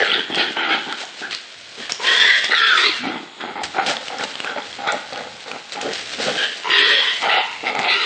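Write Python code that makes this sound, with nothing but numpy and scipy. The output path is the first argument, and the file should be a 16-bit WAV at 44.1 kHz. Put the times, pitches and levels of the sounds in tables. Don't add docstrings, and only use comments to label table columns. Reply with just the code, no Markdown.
import sys
import numpy as np
from scipy import signal
from scipy.fft import rfft, irfft, next_fast_len
from scipy.io import wavfile
from scipy.ndimage import uniform_filter1d

SR = 44100
rng = np.random.default_rng(int(sys.argv[2]) if len(sys.argv) > 2 else 0)


def dump_mix(stems):
    frames = np.atleast_2d(stems).T
    limited = np.clip(frames, -1, 1)
    pcm = np.round(limited * 32767).astype(np.int16)
    wavfile.write(sys.argv[1], SR, pcm)


def magnitude_from_level(level_db):
    exponent = np.asarray(level_db, float) / 20
    return 10 ** exponent


N = 355005

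# (start [s], hold [s], chest [dB], throat over chest [dB])
GRUNTS = [(0, 0.0069, -20.5, -4), (0.059, 0.13, -31, -2), (0.299, 0.043, -32, -0.5), (0.366, 0.061, -26, 0),
          (0.568, 0.12, -31, 3), (0.694, 0.052, -27, 1), (0.862, 0.05, -37, 3), (1.009, 0.025, -49, 8),
          (1.216, 0.063, -41, 0), (1.772, 0.038, -40, -13), (2.489, 0.041, -30, -3),
          (3.038, 0.13, -31.5, 1.5), (3.404, 0.11, -35.5, 2.5), (3.559, 0.048, -36, 5),
          (3.743, 0.0066, -35, 8), (3.763, 0.008, -35, 10), (3.785, 0.018, -33, 10),
          (3.819, 0.029, -45.5, 8), (3.866, 0.052, -28, -1.5), (3.938, 0.027, -35.5, 0.5),
          (4.103, 0.046, -36, 4), (4.194, 0.046, -32, 0), (4.439, 0.082, -37, 4),
          (4.56, 0.029, -31.5, -0.5), (4.783, 0.03, -36.5, 5), (4.836, 0.021, -36, 5),
          (4.87, 0.027, -31, 8.5), (4.925, 0.022, -31.5, 3.5), (5.126, 0.086, -35, 2.5),
          (5.235, 0.024, -38, -1.5), (5.462, 0.099, -40.5, 5), (5.755, 0.046, -39, 7),
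          (5.83, 0.075, -28.5, -4.5), (6.187, 0.054, -30, -4), (6.261, 0.036, -21.5, -10),
          (6.34, 0.098, -34.5, -2), (6.911, .1, -32.5, -6.5), (7.223, 0.16, -31.5, 12),
          (7.632, 0.02, -34, 2), (7.655, 0.061, -33, 8.5), (7.748, 0.15, -32, 8)]
# (start [s], hold [s], chest [dB], throat over chest [dB])
GROANS = [(1.997, .04, -34.5, -2), (2.045, 0.062, -30, -0.5), (2.106, 0.17, -35, 2.5),
          (2.588, 0.18, -38, -5.5), (2.782, .11, -31.5, -0.5), (6.645, .04, -38, 9), (6.695, 0.06, -32, 5),
          (6.799, .11, -29, -1.5), (7.002, .1, -41, 8.5), (7.413, .1, -44.5, 10.5), (7.918, .15, -34, -2)]
# (start [s], hold [s], squeal [dB], overtone over squeal [dB])
SQUEALS = [(0, 0.051, -17.5, -13), (0.051, 0.026, -24, 0), (0.078, 0.061, -24, 11.5),
           (.15, 0.043, -26, 5.5), (0.32, 0.049, -31, 11), (0.381, .03, -23, 12), (0.41, 0.037, -20, 1.5),
           (.57, 0.093, -24, 1.5), (.695, 0.048, -20, 9), (0.888, 0.061, -32, -1), (1.227, 0.037, -29, -5),
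           (1.305, 0.028, -33, 11.5), (1.794, 0.071, -37.5, 7), (2.016, 0.025, -36, 1),
           (2.05, 0.032, -25, 9), (2.07, 0.098, -19.5, 6), (2.175, 0.11, -16.5, 3.5),
           (2.28, 0.054, -14, -4), (2.343, 0.019, -15, -2), (2.38, 0.073, -25.5, 6), (2.514, .01, -20, 2.5),
           (2.547, 0.17, -18, 4.5), (2.715, 0.049, -21, -2), (2.776, 0.095, -19.5, 9.5),
           (2.917, 0.18, -30, 4.5), (3.408, 0.0052, -28, 0.5), (3.786, 0.021, -27.5, -9),
           (4.188, 0.032, -30, -11), (4.461, 0.035, -28, -3), (4.874, 0.025, -21, -2),
           (6.38, 0.079, -23.5, 5), (6.651, 0.038, -33, 5.5), (6.705, 0.05, -14.5, 1),
           (6.764, 0.14, -15.5, 4), (6.902, .1, -19, 8.5), (7.003, 0.082, -21, 6), (7.092, .07, -27, 6),
           (7.241, 0.049, -26.5, 5), (7.295, 0.084, -18, 5), (7.659, 0.035, -28.5, 5.5),
           (7.812, 0.073, -29, 9.5), (7.888, 0.082, -23, 8.5), (7.998, 0.037, -21.5, 7)]
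# (start [s], hold [s], lower band level [dB], tearing [0-1], lower band frequency [Hz])
TEARS = [(0.036, 0.109, -27, 0.5, 1375), (0.374, 0.082, -30, 0.44, 1438), (0.603, 0.156, -27.5, 0.37, 1397),
         (1.302, 0.0693, -57, 0.95, 1368), (2.057, .12, -29.5, 0.05, 1548), (2.189, .165, -21, 0.01, 1701),
         (2.513, 0.012, -21.5, 0.34, 1377), (2.546, 0.201, -27, 0.03, 1384), (2.768, 0.10056, -27, 1, 1402),
         (2.921, 0.16, -43, 0.37, 1369), (4.87, 0.03, -22, 0.9, 1408), (6.694, 0.0588, -29.5, 0.43, 1394),
         (6.801, 0.26, -32.5, 0.36, 1526), (7.248, .14, -27.5, 0.59, 1371),
         (7.659, 0.26, -36.5, 0.66, 1366), (7.911, 0.22, -26, 0.8, 1316)]
# (start [s], hold [s])
RATTLES = [
    (0, .2),
    (2.0, .03),
    (2.51, .05),
    (7.21, .04),
    (7.65, .17),
]
# (time [s], frequency [Hz])
JAW = [(0, 493), (.24, 358), (1.23, 334), (1.99, 450), (2.71, 437), (2.9, 357), (3.03, 263), (3.59, 377),
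       (3.74, 295), (3.88, 523), (4.64, 442), (5.0, 548), (5.76, 423), (6.37, 473), (6.72, 394), (6.9, 445),
       (7.0, 479), (8.05, 404)]
# (time [s], squeal frequency [Hz], overtone frequency [Hz])
MOUTH = [(0, 1880, 2940), (.07, 1492, 3143), (.14, 1566, 3480), (.26, 1714, 3195), (.4, 1907, 3200),
         (.55, 1492, 3200), (.68, 1512, 3160), (.75, 1698, 3200), (1.0, 1468, 3132), (2.05, 1853, 3210),
         (2.14, 1850, 3296), (2.27, 1950, 3613), (2.33, 1976, 3416), (2.49, 1942, 3353), (2.52, 1950, 4211),
         (2.59, 1808, 3400), (2.76, 1619, 3400), (2.86, 2182, 3213), (3.06, 1414, 3290), (6.3, 1512, 3208),
         (6.7, 1950, 2843), (6.8, 1896, 3290), (7.0, 1982, 3242), (7.2, 2032, 3086), (7.32, 1962, 2900),
         (7.67, 2163, 2647), (7.86, 2076, 2646), (8.05, 2060, 2940)]
# (frequency [Hz], width [Hz], level [dB])
SNOUT = [(1323, 200, -7), (2094, 620, -6)]
# (frequency [Hz], width [Hz], level [dB])
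RASP = [(1252, 130, -6.5), (1950, 200, 1), (2320, 960, 2.5), (2800, 210, -2.5), (3400, 870, 2.5),
        (4084, 690, 0), (4710, 500, -8)]
# (start [s], length [s], rms level [dB], from [Hz], to [Hz])
WHINES = [(0.0, .036, -25.5, 516, 420), (.41, .045, -28, 1430, 1480), (.705, .03, -27, 2250, 2150),
          (1.226, .04, -32, 1400, 1800), (2.045, .1, -33, 1030, 1080), (2.09, .074, -23, 1900, 1880),
          (2.25, .11, -19, 2050, 1930), (2.336, .034, -29, 3550, 3400), (2.345, .017, -22, 1930, 2300),
          (2.56, .039, -28, 1412, 1287), (2.6, .07, -26, 1420, 1280), (2.66, .11, -21, 1680, 1270),
          (2.688, .087, -28, 1300, 1282), (2.758, .044, -28.5, 1290, 1192), (2.892, .05, -33, 2600, 1900),
          (2.92, .08, -37, 2950, 2600), (2.999, .078, -38, 2400, 2188), (2.99, .15, -36, 228, 326),
          (3.77, .055, -34, 799, 770), (4.785, .057, -34, 820, 803), (5.765, .05, -36, 800, 820),
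          (6.377, .093, -31, 1573, 1770), (6.698, .076, -32, 4780, 4900), (6.7, .17, -34, 390, 420),
          (6.73, .1, -33, 1000, 1020), (6.8, .07, -26, 3300, 3450), (6.801, .052, -26.5, 2000, 1900),
          (6.88, .08, -32.5, 408, 440), (6.9, .12, -35, 570, 540), (6.94, .11, -28, 3200, 3250),
          (7.26, .049, -25, 800, 804), (7.38, .039, -33, 940, 780), (7.85, .039, -29.5, 742, 700),
          (7.87, .08, -31, 3900, 4100), (7.885, .11, -31, 2650, 2880), (7.92, .05, -33, 3450, 3550),
          (7.99, .06, -30, 3950, 4100)]
# (time [s], peak level [dB], ringing resonance
# [Hz])
COUGHS = [(.193, -8.5, 3060), (.382, -19, 1530), (.568, -13, 860), (.925, -15.5, 1350), (1.035, -21.5, 722),
          (2.516, -6.5, 1899), (2.531, -5, 1902), (2.541, -2.5, 1950), (3.616, -14, 791), (3.746, -24, 800),
          (3.786, -9, 775), (4.474, -14, 1490), (4.562, -16.5, 600.4), (4.571, -23, 592),
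          (4.837, -18.5, 788), (6.274, -15, 512), (6.282, -10.5, 603), (7.653, -24, 2103), (7.75, -12, 809),
          (7.679, -10, 2141), (0.116, -2, 2980), (2.52, -4, 1896),
          (0.003, -5, 1810), (0.014, -6, 1950), (0.023, -5, 1744), (0.033, -11, 1730), (0.102, -5, 3310),
         (0.139, -4.5, 3760), (0.169, -13, 1610), (0.593, -10.5, 1400), (2.534, -6, 1525),
         (2.659, -14, 1851), (3.406, -16.5, 1503), (3.763, -12.5, 784), (3.799, -16, 800),
         (3.886, -16, 2440), (3.901, -20, 527), (3.914, -20, 704), (4.621, -18.5, 3413), (4.728, -20, 3200),
         (4.887, -9, 1450), (4.927, -17, 645), (4.942, -15, 600), (7.295, -6, 1960), (7.381, -8.5, 761.5),
         (7.668, -6.5, 2088), (7.698, -9, 2167), (7.764, -15, 825.4), (7.8, -10, 770.6),
         (5.857, -15.5, 482), (5.864, -14, 510), (5.869, -13, 505), (5.882, -15, 449), (2.603, -7, 1794),
         (2.618, -6, 1750), (2.664, -7, 1808), (6.716, -7, 1950), (6.737, -2.5, 1950), (3.787, -18, 1507),
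         (4.196, -18, 1746), (7.24, -11, 798)]
# (time [s], rustle level [dB])
LITTER = [(0, -43), (.24, -55), (.55, -51), (.76, -50.5), (1.99, -52), (2.08, -34.5), (2.45, -42.5),
          (2.65, -43), (2.82, -40), (3.3, -62.5), (3.6, -60), (3.75, -47.5), (4.87, -51), (5.7, -51.5),
          (6.35, -39), (6.6, -47), (6.86, -43), (8.05, -55)]
# (start [s], hold [s], rustle level [dB])
STEPS = [(.35, 0.085, -49), (.975, 0.03, -43.5), (1.31, 0.019, -43), (1.78, 0.08, -47), (1.17, 0.037, -50),
         (1.61, 0.11, -59), (1.897, 0.0062, -35.5), (2.442, .004, -41), (3.637, 0.016, -40),
         (3.864, 0.046, -33), (4.237, .004, -41.5), (4.92, 0.0036, -53), (5.724, 0.015, -46),
         (5.813, 0.015, -40), (5.93, .1, -45), (7.16, .1, -44), (7.79, 0.0051, -43.5), (7.9, 0.13, -45.5)]
# (frequency [Hz], density [dB per Hz])
LEAF_SPECTRUM = [(35, -58.5), (60, -43), (214, -12.5), (493, -6), (732, -3.5), (847, -15), (1260, -7),
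                 (1460, -2.5), (4050, -1), (8750, -17.5), (11400, -47.5), (19200, -120)]
# (time [s], peak level [dB], ring frequency [Hz])
SNAPS = [(0.119, -21, 3400), (0.3466, -7, 3000), (0.38, -15, 3340), (0.9257, -13, 3363), (0.987, -24, 2750),
         (1.3102, -16, 3310), (1.3486, -10.5, 4227), (1.0529, -25.5, 6330), (1.328, -15.5, 2450),
         (1.856, -22.5, 3206), (1.8964, -12, 2196), (1.921, -4.5, 5550), (2.4423, -11, 2020),
         (2.444, -10.5, 5260), (4.185, -19, 5044), (4.2097, -13, 2068), (4.238, -25, 7460),
         (4.921, -19, 5770), (5.1318, -19, 4450), (5.1761, -20.5, 4200), (5.482, -20.5, 3974),
         (5.735, -23, 7450), (5.815, -18, 6820), (5.935, -15, 4996), (5.9167, -17.5, 1888),
         (6.0115, -18, 3480), (5.7593, -19, 2510), (4.3413, -20, 3110), (4.4731, -21, 3200),
         (5.1594, -17, 2800), (4.5826, -17, 2134), (5.742, -26, 3990), (6.1925, -20, 4820),
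         (3.4095, -22, 1544), (3.6352, -20, 7640), (3.798, -12, 1830), (3.8393, -28, 2355),
         (3.8639, -9, 3393), (3.9682, -10, 3400), (4.0826, -13, 2883), (4.2384, -18.5, 2885),
         (4.355, -13, 3234), (4.4028, -10, 2800), (4.446, -11.5, 2530), (4.8747, -10, 1490),
         (4.922, -18, 7430), (0.357, -14.5, 4450), (5.5152, -12, 2500), (5.7217, -15, 3980),
         (5.813, -16, 2736), (6.6919, -10, 1911), (7.752, -13, 2157), (7.792, -5.5, 2063)]
# (frequency [Hz], t60 [s])
WOODS_DECAY = [(200, 0.016), (1500, 0.5), (8000, 0.4)]
# (frequency [Hz], density [dB per Hz])
AIR_SPECTRUM = [(18, -79.5), (30, -22), (140, -5), (390, -5.5), (1080, 1.5), (1340, -4.5), (4090, 0),
                (6130, -28), (6740, -8), (8750, -24.5), (11400, -54.5), (19200, -120)]

THROAT_HZ, TIGHT_HZ = 839, 1000
HUM_WIDTH_HZ = 90
RATTLE_HZ, BLUR_HZ, SPEED_UP_S = 85, 400, 0.07
GRUNT_RISE_S, GRUNT_FALL_DB_S = 0.005, 260
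SQUEAL_RISE_S, SQUEAL_FALL_DB_S = 0.009, 280
STEP_RISE_S, STEP_FALL_DB_S = 0.0047, 319
GRUNT_TAIL_DB, CRY_TAIL_DB = -15, -14
TAIL_DB_S, SWELL_S = 45, 0.04
LEAK_DB, LEAK_OVER_DB = -7, -2.5
SHIVER_DB, SHIVER_HZ = 1.5, 40
TONGUE_DRIFT, TONGUE_HZ = 0.03, 12
TORN_LOSS_DB, TORN_RASP_DB = -9, 5
WAVER, WAVER_S, BREAK_DB = 0.016, 0.005, 3


def hog():
    chest_db, throat_db, squeal_db, over_db, tight = breath()
    effort = np.clip((squeal_db + 32.5) / 12, 0, 1)
    split_db, torn, split_hz = tearing()
    fast = folds(pace(effort), jitter=0.35, uneven_db=2.5, rough=0.45)
    jerk = 1 + 0.015 * wander(20)

    chest, throat = grunt_tract(effort, tight)
    hum = resonate(fast, curves(JAW)[0] * jerk, HUM_WIDTH_HZ, -1.6)
    chest = (1 - tight) * chest + tight * hum

    squeal, overtone = squeal_tract(fast, effort, jerk)
    pitched = magnitude_from_level(squeal_db - 1.5) * squeal - magnitude_from_level(over_db - 4.5) * overtone
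    rasp = magnitude_from_level(-6 + 0.4 * squeal_db + 0.6 * over_db) * rasp_tract(fast, jerk)
    cry = magnitude_from_level(TORN_LOSS_DB * torn) * pitched + magnitude_from_level(TORN_RASP_DB * torn) * rasp
    split = resonate(fast, split_hz * jerk, 260, -25) + 0.6 * whistle(split_hz * jerk)
    return magnitude_from_level(chest_db) * chest - magnitude_from_level(throat_db) * throat + cry - magnitude_from_level(split_db) * split


def grunt_tract(effort, tight):
    slow = folds(72.0, jitter=0.5, uneven_db=3.5, rough=0.55)
    belly = magnitude_from_level(-6 + 4 * wander(4)) * (1 - effort) * resonate(slow, 270, 190, -5.5)
    chest = resonate(slow, curves(JAW)[0], 170, -3.5) + belly
    stride = np.roll(np.sin(2 * np.pi * 2.8 * np.arange(N) / SR), SR)
    throat_hz = (THROAT_HZ + (TIGHT_HZ - THROAT_HZ) * tight) * (1 + 0.03 * stride)
    throat = resonate(slow, throat_hz, 180, -31)
    for hz, width, db in SNOUT:
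        throat = throat + magnitude_from_level(db) * resonate(slow, hz, width, -36.5)
    return chest, throat


def squeal_tract(fast, effort, jerk):
    squeal_hz, over_hz = curves(MOUTH)
    squeal = resonate(fast, squeal_hz * jerk, 340, -25) + 0.6 * effort * whistle(squeal_hz)
    overtone = resonate(fast, over_hz * jerk, 380, -25) + 0.6 * effort * whistle(over_hz)
    sum_tone = resonate(fast, squeal_hz + over_hz, 390, -32)
    second_partial = resonate(fast, 2 * over_hz, 700, -25.5)
    overtone = overtone + effort * (magnitude_from_level(-18) * sum_tone + magnitude_from_level(-35) * second_partial)
    return squeal, overtone


def rasp_tract(fast, jerk):
    rasp = np.zeros(N)
    for k, (hz, width, db) in enumerate(RASP):
        moving_hz = hz * (jerk + TONGUE_DRIFT * wander(TONGUE_HZ))
        rasp += (-1) ** k * magnitude_from_level(db + 2.5 * wander(18)) * resonate(fast, moving_hz, width, -13)
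    return evened(rasp)


def breath():
    low_rows, high_rows = np.array(GRUNTS + GROANS), np.array(SQUEALS)
    low = pushes(low_rows, GRUNT_RISE_S, GRUNT_FALL_DB_S, GRUNT_TAIL_DB)
    high = pushes(high_rows, SQUEAL_RISE_S, SQUEAL_FALL_DB_S, CRY_TAIL_DB)
    throat = low * magnitude_from_level(low_rows[:, 3:]) ** 2
    over = high * magnitude_from_level(high_rows[:, 3:]) ** 2
    tight = magnitude_from_level(total_db(throat[len(GRUNTS):]) - total_db(throat)) ** 2
    squeal = np.vstack([high, magnitude_from_level(LEAK_DB) ** 2 * (low + throat)])
    over = np.vstack([over, magnitude_from_level(LEAK_OVER_DB) ** 2 * low])
    levels = [total_db(p) + SHIVER_DB * wander(SHIVER_HZ) for p in (low, throat, squeal, over)]
    return *levels, tight


def tearing():
    power = pushes(TEARS, SQUEAL_RISE_S, SQUEAL_FALL_DB_S)
    start, hold, _, degree, hz = np.transpose(TEARS)
    share = power / power.max(1, keepdims=True) * degree[:, None] ** 2
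    edges = np.ravel([start, start + hold], "F")
    split_hz = np.interp(np.arange(N) / SR, edges, np.repeat(hz, 2))
    return total_db(power), np.clip(magnitude_from_level(total_db(share)), 0, 1), split_hz


def pace(effort):
    t = np.arange(N) / SR
    free = np.ones(N)
    for s, hold in RATTLES:
        speeding = np.clip((t - s - hold) / SPEED_UP_S, 0, 1)
        free = np.minimum(free, np.where(t < s, 1, speeding))
    return RATTLE_HZ + (BLUR_HZ - RATTLE_HZ) * free * uniform_filter1d(effort, size=3000)


def folds(rate, jitter, uneven_db, rough):
    turns = np.cumsum(rate * np.exp(jitter * wander(90))) / SR
    closures = np.diff(np.floor(turns), prepend=0)
    slaps = closures * magnitude_from_level(uneven_db * rng.standard_normal(N)) / np.sqrt(rate)
    puffs = (0.66 + np.exp(-(turns % 1) / 0.83)) * rng.standard_normal(N)
    return (1 - rough) * evened(slaps) + rough * evened(puffs)


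def resonate(x, hz, width, skirt_db):
    turn = np.exp(2j * np.pi * np.cumsum(hz * np.ones(len(x))) / SR)
    r = np.exp(-np.pi * width / SR)
    once = signal.lfilter([1 - r], [1, -r], x * turn.conj() + 1e-18)
    twice = signal.lfilter([1 - r], [1, -r], once)
    return evened((turn * (twice + magnitude_from_level(skirt_db) * once)).real)


def whistle(hz):
    turns = np.cumsum(hz * (1 + 0.05 * wander(80))) / SR
    return evened(magnitude_from_level(0.91 * wander(60)) * np.sin(2 * np.pi * turns))


def whines():
    out = np.zeros(N + SR)
    for s, length, db, from_hz, to_hz in WHINES:
        u = np.linspace(0, 1, round(length * SR))
        shake = uniform_filter1d(rng.standard_normal(SR // 4), round(WAVER_S * SR))
        shake = evened(shake)[:len(u)]
        hz = (from_hz + (to_hz - from_hz) * u) * (1 + WAVER * shake)
        level = magnitude_from_level(db + 6.5 + BREAK_DB * np.clip(shake[::-1], -3, 1)) * np.sqrt(np.sin(np.pi * u))
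        out[round(s * SR):][:len(u)] += level * np.sin(2 * np.pi * np.cumsum(hz) / SR)
    return out[:N]


def coughs():
    out, t = np.zeros(N + 2000), np.arange(2000) / SR
    for s, db, hz in COUGHS:
        puff = uniform_filter1d(rng.standard_normal(2000), size=7)
        ring_s = 0.005 * (800 / hz) ** 0.5
        envelope = np.exp(-t / ring_s) * np.minimum(t / 0.001, 1)
        out[round(s * SR):][:2000] += magnitude_from_level(db) * (np.sin(2 * np.pi * hz * t) + 0.2 * puff) * envelope
    return out[:N]


def twigs():
    out, t = np.zeros(N + 2000), np.arange(2000) / SR
    for s, db, hz in SNAPS:
        crack = rng.standard_normal(2000)
        ring = np.sin(2 * np.pi * hz * t) + 0.35 * np.sin(2 * np.pi * hz * 0.58 * t)
        ring = ring * np.exp(-t / 0.001)
        splinters = 3 * uniform_filter1d(crack, size=13) * np.cos(2 * np.pi * hz * t)
        splinters = splinters * (0.3 * np.exp(-t / 0.0015) + 0.1 * np.exp(-t / 0.005))
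        snap = 0.9 * ring + splinters + 0.05 * crack * np.exp(-t / 0.003)
        out[round(s * SR):][:2000] += magnitude_from_level(db + 1.6) * snap
    return out[:N]


def leaves():
    size = magnitude_from_level(3.2 * np.minimum(rng.exponential(1, N), 3)) * rng.standard_normal(N)
    crackle = size * (rng.random(N) < 1500 * np.exp(0.8 * wander(30)) / SR)
    rustle = colour(evened(crackle) + 0.98 * rng.standard_normal(N), LEAF_SPECTRUM)
    hooves_db = total_db(pushes(STEPS, STEP_RISE_S, STEP_FALL_DB_S))
    stir = np.hypot(magnitude_from_level(curves(LITTER)[0]), magnitude_from_level(hooves_db))
    return magnitude_from_level(13) * stir * rustle


def woods(x):
    taps = np.zeros(SR // 2)
    at = np.arange(400, len(taps) - 20, 20)
    taps[at + rng.integers(0, 20, len(at))] = rng.choice([-1.0, 1.0], len(at))
    hz, t, z = signal.stft(taps, SR, nperseg=256)
    decay_hz, decay_s = np.transpose(WOODS_DECAY)
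    t60 = np.interp(np.log(hz + 1), np.log(decay_hz), decay_s)[:, None]
    tail = signal.istft(z * magnitude_from_level(-60 * t / t60), SR, nperseg=256)[1]
    return signal.fftconvolve(x, tail / np.linalg.norm(tail))[:N]


def air():
    wind = magnitude_from_level(-51.5 + 6.1 * wander(6.3)) * resonate(rng.standard_normal(N), 46, 62, -2.5)
    return magnitude_from_level(-46 + 3 * wander(5)) * colour(rng.standard_normal(N), AIR_SPECTRUM) + wind


def pushes(rows, rise_s, fall_db_s, tail_db=-60):
    start, hold, db = np.transpose(rows)[:3, :, None]
    age = np.arange(0, N / SR + 0.002, 0.001) - start
    after = np.maximum(age - hold, 0)
    main = np.clip(age / rise_s + 1, 0, 1) * magnitude_from_level(db - fall_db_s * after)
    soft = np.clip(age / SWELL_S + 1, 0, 1) * magnitude_from_level(db + tail_db - TAIL_DB_S * after)
    return main ** 2 + soft ** 2


def total_db(power):
    level = 10 * np.log10(power.sum(0) + 1e-9)
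    return np.interp(np.arange(N) / SR, np.arange(power.shape[1]) / 1000, level)


def curves(rows):
    s, *columns = np.transpose(rows)
    return [np.interp(np.arange(N) / SR, s, c) for c in columns]


def colour(x, points):
    hz, db = np.transpose(points)
    size = next_fast_len(N)
    log_hz = np.log(np.fft.rfftfreq(size, 1 / SR) + 1)
    gain = magnitude_from_level(np.interp(log_hz, np.log(hz + 1), db))
    return evened(irfft(rfft(x, size) * gain, size)[:N])


def wander(hz):
    size = max(int(SR / hz / 16), 1)
    slow = uniform_filter1d(uniform_filter1d(rng.standard_normal(N // 16 + 2), size), size)
    return np.interp(np.arange(N) / 16, np.arange(len(slow)), evened(slow))


def evened(x):
    return x / np.sqrt(np.mean(x ** 2) + 1e-20)


def scene():
    near = magnitude_from_level(-2) * hog() + whines() + coughs() + twigs()
    return (near + magnitude_from_level(-8) * woods(near) + leaves() + air())[None]


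def band_dropouts(x):
    hz, t, z = signal.stft(x, SR, nperseg=2048, noverlap=1536)
    power = uniform_filter1d(uniform_filter1d(abs(z) ** 2, size=5, axis=0), size=3, axis=1)
    band_db = 10 * np.log10(power + 1e-14)
    luck = np.kron(rng.standard_normal((150, len(t) // 5 + 1)), np.ones((7, 5)))[:len(hz), :len(t)]
    depth_db = 36 + 5 * luck - 5 * (hz[:, None] < 130)
    kept = band_db.max(0) - band_db < depth_db
    return signal.istft(z * np.where(kept, 1, 0.004), SR, nperseg=2048, noverlap=1536)[1][:N]


def top_cut(x):
    return signal.sosfilt(signal.butter(12, 8900, fs=SR, output="sos"), x)


def record(dry):
    limited = 1.2 * np.tanh(dry[0] / 1.2)
    bass_cut = signal.butter(N=3, Wn=130, btype="high", fs=SR, output="sos")
    thin = signal.sosfilt(bass_cut, limited)
    band_limit = signal.firwin(1023, 8780, window=("kaiser", 9), fs=SR)
    mix = signal.oaconvolve(band_dropouts(thin), band_limit, "same")
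    return top_cut(mix[None])


dry = scene()
out = record(dry)
dump_mix(out)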